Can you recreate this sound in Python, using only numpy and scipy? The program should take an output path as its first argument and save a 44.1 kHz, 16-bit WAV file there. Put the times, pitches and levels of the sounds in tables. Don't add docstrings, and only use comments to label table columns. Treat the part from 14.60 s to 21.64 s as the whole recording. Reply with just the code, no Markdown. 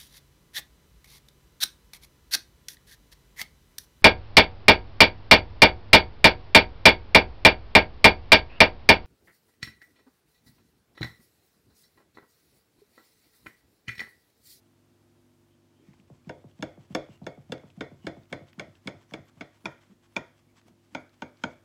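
import sys
import numpy as np
from scipy import signal
from scipy.fft import rfft, irfft
from scipy.io import wavfile
from scipy.ndimage import uniform_filter1d

SR = 44100
rng = np.random.default_rng(int(sys.argv[2]) if len(sys.argv) > 2 else 0)


def waveform_to_disk(signal):
    frames = np.transpose(np.atleast_2d(signal))
    scaled = np.clip(frames, -1, 1) * 32767
    samples = np.round(scaled).astype(np.int16)
    wavfile.write(sys.argv[1], SR, samples)


def gain_from_db(level_db):
    decades = np.asarray(level_db, float) / 20
    return 10 ** decades


N = 310464


def along(table, hz):
    points_hz, values = np.array(table).T
    return np.interp(np.log(np.maximum(hz, 1)), np.log(points_hz), values)


def colour(x, table):
    gain = gain_from_db(along(table, np.fft.rfftfreq(len(x), 1 / SR)))
    y = irfft(rfft(x) * gain, len(x))
    return y / np.std(y)


def walk(rate_hz):
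    hold = int(SR / rate_hz)
    steps = rng.standard_normal(N // hold + 1)
    return uniform_filter1d(np.repeat(steps, hold), hold)[:N]


def add(out, s, piece):
    i = int(s * SR)
    out[i:i + len(piece)] += piece[:len(out) - i]


def ring(t, hz, rise_s, t60, phase):
    t = np.maximum(t, 0)
    envelope = (1 - np.exp(-t / rise_s)) * np.exp(-np.log(1000) * t / t60)
    return envelope * np.sin(2 * np.pi * hz * t + phase)


def pulse(t, scale_s, peak_s):
    return t / scale_s * np.exp(1 - t / peak_s)


# f/Hz, level/dB
HUM_LINES = [(102.3, -71), (145.3, -77), (247.6, -74), (296.1, -81), (344.5, -74), (436, -88.5),
             (592.2, -88.5), (640.6, -89)]
# f/Hz, level/dB per Hz
AIR_SPECTRUM = [(15, -47), (32, -21), (48, -9), (64, -7.5), (92, -11.5), (195, -8.5), (249, -3.5),
                (293, -11.5), (344, -7), (394, -15.5), (476, -15), (1040, -20), (2160, -25.5), (3080, -26),
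                (14800, -34.5), (16000, -38)]
AIR_DB = -63
EASE_S, HISS_EASE_DB, MIDDLE_EASE_DB = 0.92, -2.5, -0.5


def kitchen():
    t = np.arange(N) / SR
    hum = 0
    for hz, db in HUM_LINES:
        level = gain_from_db(db + 4.0 + 0.73 * walk(1.4))
        wander = 0.81 * np.cumsum(walk(4)) * 12 / SR
        hum = hum + level * np.sin(2 * np.pi * hz * t + wander)
    air = gain_from_db(AIR_DB - 5.0 + 0.417 * walk(2.9)) * colour(rng.standard_normal(N), AIR_SPECTRUM)
    hiss = signal.sosfilt(signal.butter(6, 8200, "high", fs=SR, output="sos"), air[::-1])
    dull = signal.sosfilt(signal.butter(6, 8200, fs=SR, output="sos"), air)
    middle = signal.sosfilt(signal.butter(2, 450, "high", fs=SR, output="sos"), dull)
    early = t < EASE_S
    middle_change = middle * np.where(early, 0, gain_from_db(MIDDLE_EASE_DB) - 1)
    return hum + dull + middle_change + hiss * np.where(early, 1, gain_from_db(HISS_EASE_DB))


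# f/Hz, T60/s
ROOM_DECAY = [(80, 0.61), (200, 0.16), (600, 0.36), (1500, 0.19), (4000, 0.043), (10000, 0.06)]


def room(x, first_s=0.0054):
    t, tail = np.arange(int(0.6 * SR)) / SR, 0
    for hz in 60 * 2 ** np.arange(0, 8, 0.5):
        band = signal.butter(2, [hz / 2 ** 0.25, hz * 2 ** 0.25], "band", fs=SR, output="sos")
        echoes = signal.sosfilt(band, rng.standard_normal(len(t)))
        tail = tail + echoes * np.exp(-np.log(1000) * t / along(ROOM_DECAY, hz))
    tail = tail * np.clip(t / first_s, 0, 1) ** 2
    return signal.fftconvolve(x, tail / np.sqrt(np.sum(tail ** 2)))[:N]


# t/s, length/s, level/dB, f/Hz
HAND_BUMPS = [
    (5.295, 0.039, -56.5, 175),
    (5.86, 0.0085, -57.5, 230),
    (1.195, 0.04, -63, 285),
    (6.056, 0.018, -57, 161),
    (6.093, 0.02, -57, 177),
    (6.319, 0.041, -59, 242),
]


def hand_bumps():
    length = int(0.3 * SR)
    out, t = np.zeros(N), np.arange(length) / SR
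    for s, length_s, db, hz in HAND_BUMPS:
        muffled = [(hz / 2.5, -20), (hz, 0), (hz * 1.5, -6), (600, -28), (2000, -45), (8000, -70)]
        dull = colour(rng.standard_normal(length), muffled)
        envelope = np.clip(t / 0.0047, 0, 1) * np.exp(-np.maximum(t - length_s, 0) / 0.013)
        add(out, s, gain_from_db(db) * dull * envelope)
    return out


def rubbing(moves, quick=1):
    rise_db_s, fall_db_s = 331 * quick, 434 * quick
    t, dull, crisp = np.arange(N // 32 + 1) * 32 / SR, 1e-14, 1e-14
    for s, hold_s, db, bright_db in moves:
        before, after = np.maximum(s - t, 0), np.maximum(t - s - hold_s, 0)
        power = gain_from_db(db - rise_db_s * before - fall_db_s * after) ** 2
        dull = dull + power
        crisp = crisp + power * gain_from_db(bright_db) ** 2
    return [np.interp(np.arange(N) / SR, t, np.sqrt(p)) for p in (dull, crisp)]


# t/s, hold/s, level/dB, f/Hz
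BLADE_SONGS = [(0.922, 0.016, -77, 3140), (1.16, 0.067, -82, 3120), (1.225, 0.066, -81, 2330),
               (1.27, 0.06, -86, 2200), (1.244, 0.046, -81, 1900), (3.93, .015, -82, 14800),
               (3.6, 0.041, -86, 15000), (3.698, .006, -80, 14400), (5.1, 0.024, -69, 2280),
               (2.51, 0.06, -73, 2850), (3.425, 0.045, -73, 2930), (4.5, 0.017, -77, 5900),
               (6.4, .03, -84, 10800), (4.655, .025, -82, 12000), (4.51, .015, -87, 14000),
               (5.9, 0.014, -72, 2200), (5.724, 0.059, -88.5, 3200), (6.194, 0.024, -82, 2960)]
DRAG_QUICK = 2.2


def singing(cracks):
    out, width = 0, 0.055
    for s, hold_s, db, hz in BLADE_SONGS:
        peak = [(hz * (1 - 3 * width), -30), (hz * (1 - width), -6), (hz, 0),
                (hz * (1 + width), -6), (hz * (1 + 3 * width), -30)]
        loudness, _ = rubbing([(s, hold_s, db, 0)], DRAG_QUICK)
        out = out + loudness * colour(cracks, peak)
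    return out


# t/s, level/dB, f/Hz
FLAKE_TICKS = [(1.333, -48, 2070), (1.338, -46, 800), (1.399, -49, 2740), (1.647, -54, 2500),
               (1.897, -53, 2660), (1.912, -51, 3060), (1.916, -60, 1000), (2.008, -46, 3000),
               (2.326, -44, 3000), (2.575, -53, 2300), (2.642, -49, 4400), (2.979, -43, 3430),
               (3.102, -45, 3070), (3.449, -52, 3600), (3.633, -52, 3800), (3.655, -51, 2500),
               (3.699, -63, 2220), (3.885, -49, 3150), (3.93, -41, 2740), (3.989, -37, 1510),
               (4.153, -45, 3080), (4.51, -39.5, 1370), (4.525, -61, 2160), (4.684, -55, 6530),
               (4.695, -45, 1190), (4.801, -57, 7000), (5.05, -40, 1400), (5.56, -30, 1340),
               (5.79, -58, 2990), (5.989, -52, 3180), (6.014, -48, 1710), (6.082, -42, 680),
               (6.493, -53, 4300), (6.494, -59, 2600), (6.542, -52, 4370), (6.771, -50.5, 4500)]


def flakes():
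    out, t = np.zeros(N), np.arange(int(0.018 * SR)) / SR
    for s, db, hz in FLAKE_TICKS:
        spectrum = [(300, -20), (hz / 1.4, -8), (hz, 0), (hz * 1.4, -12), (7500, -24), (10000, -40)]
        snap = colour(rng.standard_normal(len(t)), spectrum)
        add(out, s, gain_from_db(db - 12.5) * snap * pulse(t, 0.0011, 0.0011))
    return out


# f/Hz, level/dB per Hz
DULL_SHEETS = [(400, -22.5), (900, 5), (1500, -0.5), (2250, 0.5), (2700, -2), (3200, -0.5), (3900, -6.5),
               (5500, -7), (7200, -11.5), (7900, -5.5), (8500, -39)]
CRISP_SHEETS = [(8000, -33), (9300, 2), (10200, -7), (11150, 1), (12500, -19), (14800, -2), (16000, -15)]
# t/s, level/dB, brightness/dB
BLADE_SINKS = [(1.675, -67.5, -15), (1.988, -71, -13), (2.322, -66, -12), (2.635, -72, -16),
               (2.9, -72, -19), (3.168, -70.5, -10), (3.445, -70, -16), (3.72, -69, -14), (3.98, -67, -9.5),
               (4.25, -68, -11), (4.505, -69.5, -9), (4.78, -69, -14), (5.023, -72.5, -4),
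               (5.532, -71.5, -7), (6.325, -71.5, -9), (6.595, -71.5, -12), (6.815, -68, -19)]
# t/s, hold/s, level/dB, brightness/dB
BLADE_DRAGS = [(1.239, 0.14, -77, -27), (1.39, .015, -73, -11), (1.484, 0.12, -75.5, -22),
               (1.887, 0.02, -73, -12), (2.213, 0.04, -66.5, -23), (2.5, 0.062, -69.5, -18),
               (2.814, .012, -71.5, -15), (3.076, 0.042, -69.5, -13), (3.373, 0.033, -74, -14),
               (3.624, 0.017, -68.5, -16), (3.703, .006, -70, -11), (3.883, 0.012, -63, -20),
               (4.154, 0.018, -68, -18), (4.414, .015, -65, -18), (4.681, .008, -66.5, -13),
               (4.936, 0.038, -68.5, -16), (5.216, 0.019, -64.5, -15), (5.263, 0.064, -72.5, -19),
               (5.441, 0.025, -67.5, -15), (5.78, 0.015, -68.5, -12), (5.969, 0.033, -66.5, -16),
               (6.074, 0.017, -66.5, -8.5), (6.24, 0.048, -73, -12), (6.538, 0.0072, -67, -14),
               (6.76, .02, -72, -12), (6.914, .02, -66, -14.5)]


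def pastry():
    sinks = [(s, jab[0] - s, db, bright_db) for (s, db, bright_db), jab in zip(BLADE_SINKS, TIP_JABS)]
    settle = [(jab[0], 0.13, -79.5, -26) for jab in TIP_JABS]
    sink_dull, sink_crisp = rubbing(sinks + settle)
    drag_dull, drag_crisp = rubbing(BLADE_DRAGS, DRAG_QUICK)
    dull, crisp = np.hypot(sink_dull, drag_dull), np.hypot(sink_crisp, drag_crisp)
    cracks = (rng.random(N) < 6000 / SR) * gain_from_db(1.4 * rng.exponential(size=N)) * rng.standard_normal(N)
    sharp_cracks = cracks[::-1] * (1 + abs(cracks[::-1]))
    sheets = dull * colour(cracks, DULL_SHEETS) + crisp * colour(sharp_cracks, CRISP_SHEETS)
    patchy_db = 2.5 * walk(50)
    return gain_from_db(patchy_db) * sheets + singing(cracks) + flakes()


def thud(hz, scrape_db, grit, glide, rise_s, edge, glide_s=0.0033, back_db=-9, deep_db=-12, blunt=1, sag=0):
    t = np.arange(len(grit)) / SR
    early_glide = glide * glide_s * (1 - np.exp(-t / glide_s))
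    slow_sag = sag * 0.009 * (1 - np.exp(-t / 0.0064))
    turns = hz * (t + early_glide + slow_sag)
    swell = pulse(t, rise_s, rise_s) ** blunt
    swell = swell + edge * (1 - np.exp(-t / 0.00032)) * np.exp(-t / 0.0035)
    echo = ring(t - 0.0214, 0.85 * hz, 0.0011, 0.14, 0)
    boom = ring(t - 0.008, 92.9, 0.025, 0.32, 0) + 0.045 * ring(t - 0.012, 52, 0.0178, 0.68, 0)
    scrape = colour(grit, [(200, -20.5), (400, 0.0), (650, 8.0), (1000, -3.5), (1500, -24.5),
                           (3000, -56), (8000, -81)])
    scrape = scrape * (1 - np.exp(-t / 0.00043)) * np.exp(-t / 0.017)
    rumble = colour(grit[::-1], [(60, -22.0), (130, 2.0), (300, 6.5), (700, -17.5), (1500, -59.0),
                                 (8000, -75.5)])
    rumble = rumble * pulse(t, 0.019, 0.015)
    wave = swell * np.sin(2 * np.pi * turns)
    return wave + gain_from_db(back_db) * echo + gain_from_db(deep_db) * boom + gain_from_db(scrape_db) * scrape + gain_from_db(-17.5) * rumble


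# t/s, level/dB, f/Hz, scrape level/dB
CRUST_PUSHES = [(1.284, -42.5, 161, -29), (1.394, -48, 172, -30), (1.671, -32.5, 158, -23),
                (1.994, -34, 157, -18), (2.305, -34, 162, -22), (2.618, -33.5, 156, -18.5),
                (2.897, -33, 154, -20.5), (3.175, -34.5, 156.4, -21), (3.444, -33.5, 171, -22),
                (3.719, -35.5, 155, -14), (3.981, -34.5, 162, -19), (4.258, -34.5, 160, -19),
                (4.522, -39, 145, -10), (4.77, -46, 136, -12), (5.042, -42, 186, -15)]
# t/s, level/dB, f/Hz, scrape level/dB
BLADE_PULLS = [(1.504, -40, 134.7, -29), (1.845, -40, 135.4, -17), (2.179, -40.5, 134, -22),
               (2.491, -39.5, 137, -30), (2.779, -39.5, 134, -13.5), (3.039, -39.5, 141.4, -12.5),
               (3.318, -39.5, 139.4, -26), (3.572, -39.5, 137, -15), (3.811, -41, 140, -12),
               (4.082, -44.5, 135.6, -23), (4.341, -44.5, 128.6, -8), (4.583, -40.5, 136.5, -27)]


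def worktop():
    out, length = np.zeros(N), int(0.3 * SR)
    for s, db, hz, scrape_db in CRUST_PUSHES:
        push = thud(hz, scrape_db, rng.standard_normal(length), glide=1.53, rise_s=0.0071, edge=0.046,
                    blunt=2.2)
        add(out, s - 0.0015, gain_from_db(db - 2.0) * push)
    for s, db, hz, scrape_db in BLADE_PULLS:
        pull = thud(hz, scrape_db - 0.5, rng.standard_normal(length), glide=5.02, rise_s=0.0105, edge=0.55,
                    sag=1.28, glide_s=0.00239, back_db=-3)
        add(out, s - 0.0035, gain_from_db(db - 5.0) * pull)
    return out


def tray_ring(t, modes, gains_db):
    out, free_s = 0, 0.0055
    for (hz, _), db in zip(modes, gains_db):
        late = t - 0.077 / np.sqrt(hz) + 0.000648
        pressed = np.exp(-np.maximum(late - free_s, 0) / (0.0012 + 0.8 / hz))
        half_stilled = 1.21 / (1 + (hz / 1000) ** 2) ** 2
        detuned_hz = hz * (1 + 0.006 * rng.standard_normal())
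        mode = ring(late, detuned_hz, 0.00075 * np.sqrt(2000 / hz), 1 / (hz / 110 + 3),
                    3 * rng.standard_normal())
        gain = gain_from_db(db - 4.5 + 1.5 * rng.standard_normal())
        out = out + gain * (pressed + half_stilled) * mode
    return out


def buzz(grit, modes_hz, gains):
    width, tilt_db = 0.013, 5
    hz, peaks = np.fft.rfftfreq(len(grit), 1 / SR), 0
    for f, gain in zip(modes_hz, gains):
        if f > 700:
            tilt = gain_from_db(tilt_db * np.log2(f / 2000)) / np.sqrt(f / 2000)
            peaks = peaks + gain * tilt / (1 + 1j * (hz - f) / (width * f))
    peaks = peaks / (1 + (hz / 8000) ** 4)
    return 5 * irfft(rfft(grit) * peaks, len(grit))


# f/Hz, level/dB per Hz
TRAY_RATTLE = [(700, -7), (1180, 10.5), (1480, 14), (1780, 6), (2200, 11.5), (2800, -6.5), (3450, 8),
               (4000, -11.5), (5300, -4.5), (5900, -10.5), (6600, -8.5), (8000, -28), (12000, -54)]
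# f/Hz, level/dB per Hz
BODY_KNOCK = [(100, -3), (200, 1.5), (320, 8.5), (400, 6.5), (620, 11), (850, -1), (1100, -22.5),
              (2000, -58), (6000, -77)]


def crumbs_and_body(t, grit, bands, struck):
    (_, body_db), (_, tray_db), (_, ring_db), (_, top_db) = bands[1:]
    crushed = colour(grit, [(4000, -37), (7000, 3.5), (9000, -1.0), (15000, -13.0)])
    crushed = crushed * pulse(t, 0.0028, 0.0037)
    shape = [(hz, db + 0.18 * along(bands, hz)) for hz, db in TRAY_RATTLE]
    rattle = (np.exp(-t / 0.0068) + 0.1 * np.exp(-t / 0.065)) * colour(grit, shape)
    knock = (np.exp(-t / 0.022) + 0.35 * np.exp(-t / 0.048)) * colour(grit, BODY_KNOCK)
    modes_hz, struck_db = struck
    signs = (-1.0) ** np.arange(len(modes_hz))
    shaking = np.exp(-t / 0.026) * buzz(grit[::-1], modes_hz, gain_from_db(struck_db - 30.5) * signs)
    swell = 1 - np.exp(-(t / 0.0055) ** 2)
    loose = gain_from_db((tray_db + ring_db) / 2 - 1.5) * rattle + gain_from_db(body_db - 5.0) * knock
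    return gain_from_db(top_db - 35.0) * crushed + swell * (shaking + loose)


BLADE_MODES_HZ = [268, 320, 484, 588, 640, 785, 938, 1405, 1495, 1878, 2050, 2185, 2400, 3350, 3480, 4100,
                  4505, 4720, 4850, 5300, 6540, 6870, 7790, 410, 715, 1590, 2260]
# level/dB at rim, inner, halfway, middle
BLADE_LEVELS = [(-11, -15, -16, -32), (-14, -18.5, -12.5, -18), (-14.5, -22, -20, -23),
                (-11.5, -11, -18.5, -10), (-11.5, -14, -16, -20), (-27, -21, -33, -22),
                (-60, -27, -14, -28), (-29, -26.5, -17.5, -20), (-34, -35.5, -36, -29),
                (-25, -21, -19, -42), (-37, -24, -28.5, -28), (-22, -23.5, -31.5, -20),
                (-32, -34, -18.5, -22.5), (-29, -44, -41.5, -44), (-31, -32, -34, -48),
                (-38, -32.5, -48, -40), (-34, -40, -45, -35), (-43, -41, -43, -34), (-44, -37, -48.5, -44),
                (-38, -35, -45, -44), (-44, -51, -37, -27), (-40, -37, -38, -32), (-54, -50, -52, -54),
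                (-22, -26, -29, -17), (-15, -15.5, -29.5, -27), (-48, -43, -45, -26), (-42, -39, -30, -15)]
# f/Hz, T60/s
BLADE_DECAY = [(300, 0.17), (650, 0.22), (1500, .3), (3500, 0.31), (7000, 0.15)]


def blade_ring(t, grit, bands, place):
    rub = uniform_filter1d(uniform_filter1d(grit, size=300, mode="wrap"), size=200, mode="wrap")
    rub = rub / np.std(rub)
    chatter, wander_rad = 1 + 0.7 * rub, 0.45 * rub[::-1]
    out, low_db = 0, bands[0][1]
    for k, (hz, levels) in enumerate(zip(BLADE_MODES_HZ, BLADE_LEVELS)):
        tilt_db = 0.36 * (along(bands, hz) - low_db)
        gain = gain_from_db(levels[place] + low_db + tilt_db + 1.5 * rng.standard_normal())
        detuned_hz = hz * (1 + 0.0023 * rng.standard_normal())
        phase = 3 * rng.standard_normal() + np.roll(wander_rad, 700 * k + 250)
        mode = ring(t, detuned_hz, 0.0016, along(BLADE_DECAY, hz), phase)
        out = out + gain * np.roll(chatter, 500 * k) * mode
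    return out


# tip sharpness/dB, worktop body/dB, blade ring/dB
TIP_JABS = [(1.6929, -40.5, 1, 6, 6), (2.024, -31, 3.5, 0, 3.5), (2.3484, -26.5, 7, -0.5, 4),
            (2.6654, -33, -1, -4, -1), (2.92, -32.5, 6.5, -2, 6), (3.2073, -32.5, -3, -2, 6.5),
            (3.467, -30.5, 1, -3.5, 3.5), (3.7257, -32, 1.5, -1.5, 6), (3.995, -36.5, 5, 0, 13.5),
            (4.2726, -33.5, 5, -4, 10), (4.5362, -36, 3, -3, 10.5), (4.8083, -37, -2, -5.5, 11.5),
            (5.055, -30.5, 2.5, -6, 2), (5.564, -29, 4.5, -5, -0.5), (6.348, -34, -3.5, -2, -2),
            (6.62, -36.5, -5, -0.5, -7.5), (6.8365, -30, -2.5, -1.5, -7)]
JAB_BANDS_HZ = [200, 650, 1550, 2350, 3700]
# f/Hz, level/dB
RIM_MODES = [(270, -4.5), (320, -3.5), (430, 0.5), (515, 2), (640, -0.5), (770, -6), (935, 0), (1150, -5.5),
             (1450, 10), (1600, 10.5), (1780, 10.5), (2240, 1.5), (2760, -3), (3480, 2.5), (4070, -11.5),
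             (4520, -10), (5010, -5.5), (5310, -3), (5950, -15), (6560, -3), (7000, -17), (7800, -15),
             (10000, -19.5), (11200, -24), (13200, -25.5), (15000, -24)]
INNER_MODES = [(285, -6), (320, -4.5), (440, -3), (533, 1), (640, 2.5), (770, -14), (920, -2), (1100, 4),
               (1450, 6), (1545, 10), (1760, 8), (2240, 0.5), (2500, -10.5), (2790, -10), (3200, -2),
               (3450, 1.5), (3570, -7.5), (4120, -5.5), (4520, -8.5), (4960, -6), (5350, -8.5), (5950, -17),
               (6500, -7.5), (7000, -13.5), (7900, -12), (10000, -16), (11200, -26), (13200, -39),
               (15000, -32)]
HALFWAY_MODES = [(315, -8.5), (500, -12), (580, -6.5), (650, 2.5), (780, -36), (930, 6.5), (1010, -2.5),
                 (1420, -3), (1780, -11), (2190, -14), (2400, 12), (2800, -23.5), (3460, 2), (3800, -13.5),
                 (4170, -18), (4480, -6.5), (5350, -4.5), (5810, -10.5), (6570, -3.5), (7230, -14),
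                 (9930, -17.5), (11100, -23), (14800, -48)]
MIDDLE_MODES = [(255, -2), (310, -2.5), (510, -7), (640, 1), (780, -2), (910, 10), (1180, -14.5),
                (1470, 3.5), (1800, -44), (2160, 10.5), (2380, 11.5), (2800, 7), (3190, 12.5), (3500, 2.5),
                (4100, 2.5), (4830, -2.5), (5210, -1.5), (6110, 0), (6670, -5), (7890, -7), (9990, -18),
                (11000, -17), (14800, -38)]
INNER_S, HALFWAY_S, MIDDLE_S = 3.1, 4.9, 6.0
# t/s, f/Hz, level/dB
MODE_ACCENTS = [(1.6931, 3480, -1.5), (2.024, 5010, -19), (2.3485, 515, 1), (2.3485, 770, -29),
                (2.3485, 1150, 8), (2.3485, 1600, -13), (2.921, 6560, -9.5), (3.2073, 3570, 14.5),
                (3.2073, 1760, -6.5), (3.7264, 3570, 3), (3.7264, 640, -1.5), (3.9954, 2500, -28),
                (4.2726, 3450, -0.5), (4.8086, 1545, -4), (2.921, 515, 4), (2.921, 1780, -9),
                (2.921, 2240, -13), (2.921, 5310, -14), (2.024, 430, -8), (2.024, 3480, 1),
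                (2.3485, 1450, -3.5), (2.3485, 7800, 2), (3.467, 2240, 1.5), (3.467, 4960, -1),
                (3.467, 6500, -17), (3.7264, 4960, -10), (3.7264, 6500, -8), (3.9954, 285, 2),
                (3.9954, 920, -8), (3.9954, 6500, 5), (3.9954, 3450, 0), (4.2726, 4120, 1.5),
                (4.2726, 4960, 1), (4.5365, 2500, -4), (4.5365, 4520, -3), (4.8086, 1760, -28),
                (4.8086, 533, -15), (5.055, 650, 4.5), (5.055, 2190, 9), (5.055, 1420, 2.5),
                (5.055, 1780, -14), (5.055, 6570, -11), (5.564, 930, 4), (5.564, 1010, 1),
                (5.564, 2400, 6.5), (5.564, 1780, -3), (5.564, 2190, -10), (6.348, 780, 7),
                (6.348, 2380, -3.5), (6.348, 2800, -5), (6.348, 3190, -5), (6.62, 1470, -2.5),
                (6.62, 2380, -1), (6.62, 780, 5), (6.62, 3190, -4), (6.62, 3500, 1), (6.8363, 780, -18),
                (6.8363, 3190, 1), (6.8363, 6670, 3), (6.8363, 7890, 0.5)]
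TRAY_FLOOR_DB = (-7, -6.5, 2.5, 8.5)
CUPBOARD_DB = (-32, -19, -21.5, -15.5)
WORKTOP_DB = (-1, -2, -1.5, -1.5)


def jabs():
    out, t = np.zeros(N), np.arange(int(0.3 * SR)) / SR
    for s, low_db, sharp_db, body_db, ring_db in TIP_JABS:
        grit = rng.standard_normal(len(t))
        place = (s > INNER_S) + (s > HALFWAY_S) + (s > MIDDLE_S)
        modes = np.array((RIM_MODES, INNER_MODES, HALFWAY_MODES, MIDDLE_MODES)[place], float)
        for at, near_hz, db in MODE_ACCENTS:
            if abs(at - s) < 0.01:
                modes[np.argmin(abs(modes[:, 0] - near_hz)), 1] += db
        tray_db = TRAY_FLOOR_DB[place] + 0.29 * body_db
        band_db = [low_db + db for db in (0, body_db, tray_db, ring_db, sharp_db)]
        bands = list(zip(JAB_BANDS_HZ, band_db))
        nearest = np.argmin(abs(np.log(modes[:, :1] / JAB_BANDS_HZ)), axis=1)
        struck_db = modes[:, 1] + np.array(band_db)[nearest]
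        add(out, s, tray_ring(t[:len(t) // 3], modes, struck_db))
        add(out, s, crumbs_and_body(t, grit, bands, (modes[:, 0], struck_db)))
        add(out, s, blade_ring(t, grit, bands, place))
        blow = thud(162.3, -44, grit, glide=2.28, rise_s=0.0047, edge=0.067, deep_db=CUPBOARD_DB[place])
        add(out, s + 0.00034, gain_from_db(low_db + WORKTOP_DB[place]) * blow)
    return out


def scene():
    low, sheets, knife = worktop() + hand_bumps(), pastry(), jabs()
    wet = room(gain_from_db(-23.0) * knife + gain_from_db(-14) * low + gain_from_db(-19) * sheets)
    return (knife + low + sheets + wet + kitchen())[None]


def band_limit(x):
    return signal.sosfilt(signal.butter(12, 16600, fs=SR, output="sos"), x)


def record(dry):
    thin = signal.sosfilt(signal.butter(6, 40, "high", fs=SR, output="sos"), dry)
    mix = signal.sosfilt(signal.ellip(8, 0.5, 30, 15900, fs=SR, output="sos"), thin)
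    return band_limit(mix)


dry = scene()
out = record(dry)
waveform_to_disk(out)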